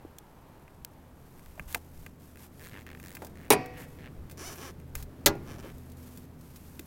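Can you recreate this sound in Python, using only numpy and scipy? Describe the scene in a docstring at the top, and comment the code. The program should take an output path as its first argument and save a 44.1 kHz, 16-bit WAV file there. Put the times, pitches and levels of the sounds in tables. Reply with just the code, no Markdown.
"""A car hood is unlatched and lifted on an open lot: gusting wind, far traffic, a car drawing away, and a far
engine hum of wavering sines that mostly grows. Fingers click and rub at the latch (noise bursts, lever modes,
stick-slip pulses) and sleeves rustle; the hood pops up with a ringing clank (banded noise, modes, wash). The
safety catch creaks and snaps free, then the hinges groan and tick as the hood rises."""
import sys
import numpy as np
from scipy import signal
from scipy.fft import rfft, irfft, next_fast_len
from scipy.io import wavfile
from scipy.ndimage import uniform_filter1d

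SR = 44100
rng = np.random.default_rng(int(sys.argv[2]) if len(sys.argv) > 2 else 0)


def log_audio(samples):
    """Write samples as a 16-bit WAV file to the path given in sys.argv[1]."""
    # one column per channel
    frames = np.atleast_2d(samples).T
    # limit to full scale, then quantise
    limited = np.clip(frames, -1, 1)
    pcm = np.round(limited * 32767).astype(np.int16)
    wavfile.write(sys.argv[1], SR, pcm)


N = 302790
TIME = np.arange(N) / SR
TOP_HZ = 16200

# Dull body of a contact. Each row: frequency in Hz, relative density in dB per Hz.
KNOCK_COLOUR = [(60, -14), (200, -6.5), (400, -3.5), (800, -0.5), (1150, -14.5), (1600, -19), (4000, -37)]
# Bright edge of a contact. Each row: frequency in Hz, relative density in dB per Hz.
TICK_COLOUR = [(1200, -35.5), (3500, 1.5), (6000, 1), (9000, 2), (12500, 0.5), (15500, 5.5)]


def amp(db):
    """Decibels to gain."""
    return 10 ** (np.asarray(db) / 20)


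def unit(x):
    """Scale to rms 1."""
    return x / np.sqrt(np.mean(x ** 2) + 1e-18)


def curve(rows):
    """A control joined by straight lines in time."""
    seconds, value = np.transpose(rows)
    return np.interp(TIME, seconds, value)


def over_hz(rows, hz):
    """A table read on a log-frequency axis."""
    table_hz, value = np.transpose(rows)
    return np.interp(np.log(np.maximum(hz, 1)), np.log(table_hz), value)


def hiss(colour, size=N):
    """Noise of the given spectrum with random phases, rms 1."""
    length = 2 * next_fast_len(size // 2 + 1, real=True)
    hz = np.linspace(0, SR / 2, length // 2 + 1)
    phases = np.exp(2j * np.pi * rng.random(len(hz)))
    return unit(irfft(amp(over_hz(colour, hz)) * phases)[:size])


def fade(t60_s, size):
    """Exponential decay, 60 dB down after t60_s."""
    return np.exp(-np.log(1000) * np.arange(size) / SR / t60_s)


def add(out, start_s, sound):
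    """Mix a sound in at start_s, cut at the end of the scene."""
    i = max(int(start_s * SR), 0)
    out[i:i + len(sound)] += sound[:max(N - i, 0)]


def walk(rate_hz):
    """Random drift at about rate_hz, rms 1."""
    hold = int(SR / rate_hz)
    steps = np.repeat(rng.standard_normal(N // hold + 1), hold)
    smooth = uniform_filter1d(uniform_filter1d(steps, hold), hold)
    return unit(smooth[:N])


def wind(breeze_db=-61, flutter_db=2):
    """Light air rumbles on the microphone; each gust is a smooth swell."""
    # Each row: frequency in Hz, relative density in dB per Hz.
    colour = [(15, 6), (40, 2.5), (70, 4), (120, -9), (300, -37), (1000, -67)]
    # Each row: peak time in seconds, length in seconds, level in dB.
    gusts = [(0.8, .1, -54.5), (1.6, 0.47, -48.5), (2.01, 0.23, -50), (4.22, .16, -44.5), (5.0, 0.23, -41),
             (5.28, .12, -41), (5.44, .2, -53), (5.69, .22, -42)]
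    strength = amp(breeze_db + flutter_db * walk(5.2))
    for peak_s, length_s, db in gusts:
        swell = np.hanning(int(length_s * SR))
        add(strength, peak_s - length_s / 2, amp(db) * swell)
    return hiss(colour) * strength


def far_traffic():
    """Low-weighted noise of far traffic, with a brief low swell under the snap's tail and the hinges."""
    # Each row: frequency in Hz, relative density in dB per Hz.
    colour = [(30, -3), (70, -1.5), (140, 4), (250, -2), (400, -5.5), (900, -18), (1600, -22.5),
              (3000, -31), (8000, -40), (15500, -37.5)]
    # Level of this low noise, swell included. Each row: time in seconds, level in dB.
    level = [(0.0, -56.5), (2.41, -54), (3.52, -48.5), (5.01, -51), (5.51, -44.5), (5.74, -50.5),
             (6.58, -53), (6.87, -53.5)]
    return hiss(colour) * amp(curve(level))


def departing_tyres():
    """Tyre noise of a car drawing away, unsteady in level."""
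    # Each row: frequency in Hz, relative density in dB per Hz.
    colour = [(300, -6.5), (900, -1.5), (1500, -11.5), (3000, -21.5), (8000, -35)]
    # Each row: time in seconds, level in dB before a 1 dB rms flutter.
    level = [(0, -59.5), (1, -61), (2, -68), (6.87, -69)]
    return hiss(colour) * amp(curve(level) + walk(9.5))


def engine_hum(waver_hz=1.21, flutter_db=2.5):
    """A far engine's lines, wavering in pitch and level."""
    # Each row: frequency in Hz, rms level in dB before nearness and flutter.
    lines = [(80.7, -53), (129.2, -60), (162, -62), (247.6, -61.5), (272, -65)]
    # Each row: time in seconds, gain in dB.
    nearness = [(0, -15), (1.2, -8), (2, -4.5), (3.5, -2), (4.7, 0.5), (6, 2), (6.87, -3)]
    out = np.zeros(N)
    for hz, db in lines:
        level = amp(db + flutter_db * walk(6.3))
        cycles = np.cumsum(hz + waver_hz * walk(4)) / SR
        out += level * np.sin(2 * np.pi * cycles)
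    return np.sqrt(2) * out * amp(curve(nearness))


def sleeve(cloth_db=-70, skew=0.78, grain_db=1.5):
    """Grainy cloth hiss that swells and fades with each swipe over a steady faint rustle."""
    # Each row: frequency in Hz, relative density in dB per Hz.
    colour = [(200, -24), (800, 3), (2300, -3), (4000, -6), (7000, -4.5), (10000, -4), (13000, 0.5),
              (15500, -7.5)]
    # Swipes of hand and sleeve over paint. Each row: start in seconds, length in seconds, crest in dB.
    swipes = [(1.164, 1, -63.5), (1.675, 0.11, -49), (1.927, 0.17, -62), (2.19, 0.18, -61.5),
              (2.377, 0.11, -55), (2.52, 0.33, -60.5), (2.942, 0.4, -62), (3.77, 0.086, -53.5),
              (3.845, 0.18, -63.5), (4.372, 0.354, -52.5), (4.947, 0.078, -49.5), (5.425, 0.59, -63),
              (5.964, 0.31, -58.5), (6.369, 0.65, -60.5)]
    power = np.full(N, amp(cloth_db) ** 2)
    for start_s, length_s, db in swipes:
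        progress = np.linspace(0, 1, int(length_s * SR))
        swell = np.abs(np.sin(np.pi * progress ** skew))
        add(power, start_s, amp(db) ** 2 * swell)
    return hiss(colour) * np.sqrt(power) * amp(grain_db * walk(300))


def hinge_ticks(t60_s=0.033, spread_db=3.0, size=2048):
    """Tiny bright ticks at random moments while the hood swings up."""
    # One row: from in seconds, to in seconds, ticks per second, median level in dB.
    start_s, end_s, ticks_per_s, db = (5.5, 8, 11, -53.5)
    at = (rng.random(N) < ticks_per_s / SR) & (TIME > start_s) & (TIME < end_s)
    sizes = at * amp(db + spread_db * rng.standard_normal(N))
    return hiss(TICK_COLOUR) * signal.oaconvolve(sizes, fade(t60_s, size))[:N]


def thuds(skirt_db=-22, size=8192):
    """A soft push on the flexing panel excites only a low, well damped part of it."""
    # Each row: start in seconds, centre in Hz, level in dB, t60 in seconds.
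    pushes = [(0.05, 290, -32.5, 0.026), (1.598, 150, -39.5, .08), (5.643, 380, -37.5, 0.11),
              (5.70, 325, -44, 0.08), (6.795, 266, -38.5, 0.11)]
    out = np.zeros(N)
    for start_s, hz, db, t60_s in pushes:
        colour = [(hz / 2, skirt_db), (hz, 0), (2 * hz, skirt_db), (10 * hz, -80)]
        envelope = fade(t60_s, size) * (1 - fade(t60_s / 10, size))
        add(out, start_s, amp(db) * hiss(colour, size) * envelope)
    return out


def knocks(edge_db=-14, size=8192):
    """Blunt contacts with grille and bodywork: a dull body with a trace of edge."""
    # Each row: start in seconds, level in dB, body t60 in seconds.
    contacts = [(1.578, -45.5, .09), (1.755, -34.5, .073), (3.2209, -37, 0.15), (5.353, -40.5, .065)]
    out = np.zeros(N)
    for start_s, db, t60_s in contacts:
        body = hiss(KNOCK_COLOUR, size) * fade(t60_s, size)
        edge = amp(edge_db) * hiss(TICK_COLOUR, size) * fade(t60_s / 2, size)
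        add(out, start_s, amp(db) * (body + edge))
    return out


def ring(modes, build_s, size=40000):
    """Lone modes (Hz, dB, t60 s) that build up as the blow spreads through the metal."""
    t = np.arange(size) / SR
    tones = np.zeros(size)
    for hz, db, t60_s in modes:
        tones += amp(db) * fade(t60_s, size) * np.sin(2 * np.pi * (hz * t + rng.random()))
    return tones * (1 - np.exp(-t / build_s))


def clicks(knock_db=-13, knock_hold=1.36, tick_hold=0.87, size=6144):
    """Light latch contacts: the dull body outlasts the lever's ring, the bright edge dies first."""
    # Lever and fingertips. Each row: start in seconds, lever ring in dB, bright edge in dB, ring t60 in seconds.
    contacts = [(0.185, -52, -35.5, 0.018), (0.6792, -48.5, -58, 0.021), (0.8482, -35, -25.5, 0.0097),
                (1.3943, -48.5, -49, 0.011), (1.4605, -41, -45.5, 0.01), (1.5959, -28, -42.5, .017),
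                (1.7268, -50, -29.5, .011), (1.7461, -18.5, -19, 0.024), (2.0636, -35, -43, 0.022),
                (2.3578, -45.5, -47, 0.01), (2.372, -46, -46, 0.017), (2.8657, -40, -46, 0.018),
                (2.9176, -44, -55, 0.01), (2.999, -44, -44, 0.027), (3.1507, -43.5, -35, 0.037),
                (3.169, -37.5, -42.5, 0.027), (3.247, -58, -41, .054), (3.2677, -52, -43, 0.041),
                (3.6594, -49, -43.5, 0.035), (4.2978, -49.5, -47, 0.038), (4.312, -52.5, -43, 0.077),
                (4.5578, -52, -51, .08), (4.8, -57, -53, 0.025), (4.953, -32.5, -26.5, 0.029),
                (5.0252, -52, -38.5, 0.053), (6.1734, -60.5, -44.5, 0.065), (6.5596, -58, -44.5, 0.084),
                (6.7937, -39, -31, 0.021)]
    # Latch lever modes. Each row: frequency in Hz, relative level in dB.
    lever_modes = [(1210, -9.5), (1590, -5), (1760, -8.5), (2080, -5.5), (2440, -5.5), (2660, -8),
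                   (3050, -17.5)]
    out = np.zeros(N)
    for start_s, ring_db, edge_db, t60_s in contacts:
        body = amp(knock_db) * hiss(KNOCK_COLOUR, size) * fade(t60_s * knock_hold, size)
        modes = [(hz, mode_db, t60_s) for hz, mode_db in lever_modes]
        lever = ring(modes, build_s=0.00013, size=size)
        edge = hiss(TICK_COLOUR, size) * fade(t60_s * tick_hold, size)
        add(out, start_s, amp(ring_db) * (body + lever) + amp(edge_db) * edge)
    return out


def stroke(length_s, crest, end_rate, crest_rate, jitter, scatter_db, grip_s=0.0066, slack_db=-5.5):
    """Stick-slip pulses: strength follows effort; slip rate moves from end to crest value, up or down."""
    t = TIME[:int(length_s * SR)]
    effort = np.sin(np.pi / 2 * np.interp(t / length_s, [0, crest, 1], [0, 1, 0])) ** 2
    slips_per_s = end_rate + (crest_rate - end_rate) * effort
    slips_per_s = slips_per_s * np.exp(jitter * walk(150)[:len(t)])
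    slips = np.diff(np.floor(np.cumsum(slips_per_s) / SR), prepend=0)
    grip = np.minimum(1, np.minimum(t, length_s - t) / grip_s)
    strength = amp(slack_db * (1 - effort) + scatter_db * rng.standard_normal(len(t)))
    # the root evens out the power of dense and sparse slips
    return slips * grip * np.sqrt(SR / slips_per_s) * strength


def friction(strokes, parts, rough, jitter, scatter_db, size=4096):
    """Slips excite a body and a bright edge; the rough share of power is noise under their envelope."""
    out, pushes = np.zeros(N), np.zeros((2, N))
    for start_s, length_s, crest, end_rate, crest_rate, body_db, edge_db in strokes:
        pulses = stroke(length_s, crest, end_rate, crest_rate, jitter, scatter_db)
        add(pushes[0], start_s, amp(body_db) * pulses)
        add(pushes[1], start_s, amp(edge_db) * pulses)
    for push, (colour, t60_s, db) in zip(pushes, parts):
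        decay = fade(t60_s, size)
        decay = decay / np.linalg.norm(decay)
        tone = signal.oaconvolve(push, hiss(colour, size) * decay)[:N]
        power = np.abs(signal.oaconvolve(push ** 2, decay ** 2)[:N])
        grit = hiss(colour) * np.sqrt(power)
        out += amp(db) * (np.sqrt(1 - rough) * tone + np.sqrt(rough) * grit)
    return out


def lever_rubs():
    """The latch lever rubs in gritty stick-slip strokes."""
    # Each row: start in seconds, length in seconds, crest as share of the length, slips per second at
    # the ends, slips per second at the crest, body drive in dB, edge drive in dB.
    rubs = [(2.585, 0.12, 0.58, 110, 175, -50.5, -49.5), (2.705, .095, 0.64, 115, 106, -46, -82),
            (2.79, 0.048, .5, 86, 105, -55.5, -58.5), (2.86, 0.12, 0.096, 45, 99, -49, -61),
            (3.02, 0.13, 0.19, 100, 92, -51, -49.5), (3.335, 0.16, 0.73, 45, 190, -54.5, -60),
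            (3.73, .13, .5, 226, 260, -49, -59), (3.98, 0.11, 0.84, 153, 120, -48.5, -67)]
    # Each row: frequency in Hz, relative density in dB per Hz.
    body_colour = [(300, 4), (700, -1.5), (1200, -8), (1750, 3), (2600, -3), (3300, -13), (6000, -27),
                   (14000, -47)]
    parts = [(body_colour, 0.016, -1), (TICK_COLOUR, 0.006, -1)]  # colour, t60 s, dB
    return friction(rubs, parts, rough=0.56, jitter=0.11, scatter_db=1.5)


def creaks():
    """Catch and hinges creak: steadier stick-slip with a longer body."""
    # Each row: start in seconds, length in seconds, crest as share of the length, slips per second at
    # the ends, slips per second at the crest, body drive in dB, edge drive in dB.
    strokes = [(4.368, 0.18, 0.57, 170, 795, -43, -48), (4.572, 0.14, .6, 170, 277, -43.5, -53.5),
               (5.455, 0.11, .45, 95, 147, -47.5, -60.5), (5.575, .04, 0.497, 110, 130, -49.5, -60.5),
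               (5.615, .11, .3, 70, 200, -48.5, -70)]
    # Each row: frequency in Hz, relative density in dB per Hz.
    body_colour = [(150, -5), (380, 4.5), (600, -14), (800, -2), (1100, -5), (1600, -6.5), (2400, -13),
                   (3300, -14), (6000, -25.5)]
    # Each row: frequency in Hz, relative density in dB per Hz.
    edge_colour = [(1500, -35), (3800, 0), (6000, 5), (9000, -0.5), (12000, -4), (15500, -19)]
    parts = [(body_colour, 0.04, 0), (edge_colour, 0.012, -1)]  # colour, t60 s, dB
    return friction(strokes, parts, rough=0.19, jitter=0.033, scatter_db=2.0)


def crash(colour, decay, rise_cycles=1.44, size=16384, count=14):
    """Dense metal resonances: every band swells over a cycle or so and dies at its own pace."""
    spectrum = rfft(hiss(colour, size))
    t = np.arange(size) / SR
    hz = np.linspace(0, SR / 2, len(spectrum))
    centres_hz = np.geomspace(80, TOP_HZ, count)
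    out = np.zeros(size)
    # overlapping bands whose shares sum to one
    for centre_hz, share in zip(centres_hz, np.eye(count)):
        band = irfft(spectrum * over_hz(np.c_[centres_hz, share], hz))
        rise = 1 - np.exp(-t * centre_hz / rise_cycles)
        out += band * fade(over_hz(decay, centre_hz), size) * rise
    return out


def clank(blows, colour, decay, modes, crack_db, ring_db, wash_db, wash_t60_s, crack_t60_s=0.0076, size=2048):
    """Steel cracks on steel and rebounds; the struck part rings on over the wash of the hood."""
    # Many weak hood modes, blurred. Each row: frequency in Hz, relative density in dB per Hz.
    wash_colour = [(100, -1), (300, 4.5), (800, -2), (1400, -10), (2000, -5), (2600, -8.5), (3200, -19.5),
                   (5200, -20), (8000, -34.5), (15000, -47.5)]
    out = np.zeros(N)
    for blow_s, db in blows:
        add(out, blow_s, amp(db) * crash(colour, decay))
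    start_s = blows[0][0]
    add(out, start_s, amp(crack_db) * hiss(TICK_COLOUR, size) * fade(crack_t60_s, size))
    add(out, start_s, amp(ring_db) * ring(modes, build_s=0.0018))
    add(out, start_s, amp(wash_db) * hiss(wash_colour, SR) * fade(wash_t60_s, SR))
    return out


def catch_snap():
    """The safety catch snaps free and rings on its bracket."""
    # Each row: time in seconds, level in dB.
    blows = [(5.2604, -8.5), (5.2688, -20.5)]
    # Each row: frequency in Hz, relative density in dB per Hz.
    colour = [(50, -10.5), (120, -3.5), (350, -8), (800, -3), (1700, 0), (2800, -1.5), (3900, 2),
              (5000, -2), (6500, 2), (9000, -9), (12000, 2), (15500, -5)]
    # Each row: frequency in Hz, t60 in seconds.
    decay = [(100, 0.56), (400, 0.25), (2000, 0.068), (5000, 0.067), (14000, .05)]
    # Catch on its bracket. Each row: frequency in Hz, relative level in dB, t60 in seconds.
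    modes = [(312, -1.5, 0.24), (345, -11, 0.53), (404, 1.5, 0.25), (577, -1, 0.18), (810, -9, 0.25),
             (1050, -21, 0.1), (1418, -12, 0.28), (1644, -6.5, 0.13), (2013, -4.5, 0.13),
             (2530, -15.5, 0.15), (4240, -6.5, 0.082), (4522, -5.5, 0.08), (5308, -28, .2),
             (5500, -13, 0.055)]
    return clank(blows, colour, decay, modes, crack_db=-6.0, ring_db=-23.0, wash_db=-35.5, wash_t60_s=0.36)


def hood_pop():
    """The latch lets go in a burst of blows and the hood panel rings."""
    # Each row: time in seconds, level in dB.
    blows = [(3.5037, -10), (3.5207, -16), (3.5252, -21), (3.5320, -23)]
    # Each row: frequency in Hz, relative density in dB per Hz.
    colour = [(50, -25.5), (110, -5.5), (400, 1), (950, -3), (1500, -8), (2400, -3), (3200, -12.5),
              (5500, -12), (7500, -13), (9500, -2), (15000, -11)]
    # Each row: frequency in Hz, t60 in seconds.
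    decay = [(100, 0.37), (400, 0.18), (2000, 0.11), (5000, 0.07), (14000, 0.035)]
    # Hood panel. Each row: frequency in Hz, relative level in dB, t60 in seconds.
    modes = [(259, -8.5, 0.46), (310.5, -1.5, 0.26), (342, -8.5, 0.25), (407, 5.5, .17), (446, 4.5, 0.16),
             (494, -21.5, 1.4), (550, -6, 0.1), (681, -22, 0.8), (748, -9.5, 0.6), (820, -2, 0.16),
             (990, -3.5, 0.23), (1122, -10.5, 0.16), (1146, -20.5, 0.52), (1900, -24, 0.99),
             (1953, -31, 0.7), (2020, -37, 0.71), (2190, -30, 0.74), (2260, -29, 0.82), (2310, -24, 0.59),
             (2417, -40, 0.6), (2490, -13, 0.32), (2570, -29, 1.1), (3880, 2.5, 0.052), (4570, -29.5, 0.46),
             (4800, -20.5, 0.25), (5270, -34, 0.4), (5540, -31.5, 0.44), (5720, 2, 0.052)]
    return clank(blows, colour, decay, modes, crack_db=-8.0, ring_db=-20.5, wash_db=-35, wash_t60_s=0.73)


def scene():
    """Latch, catch and hinges in the open air, one channel."""
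    background = wind() + far_traffic() + departing_tyres() + engine_hum()
    handling = sleeve() + hinge_ticks() + thuds() + knocks() + clicks()
    rubbing = lever_rubs() + creaks()
    clanks = catch_snap() + hood_pop()
    return (background + handling + rubbing + clanks)[None]


def record(dry):
    """Soft saturation rounds the loudest peaks; a steep low-pass cuts above TOP_HZ."""
    rounded = np.tanh(0.89 * dry) / 0.91
    low_pass = signal.ellip(10, 0.2, 80, TOP_HZ, fs=SR, output="sos")
    return signal.sosfilt(low_pass, rounded)


dry = scene()
out = record(dry)
log_audio(out)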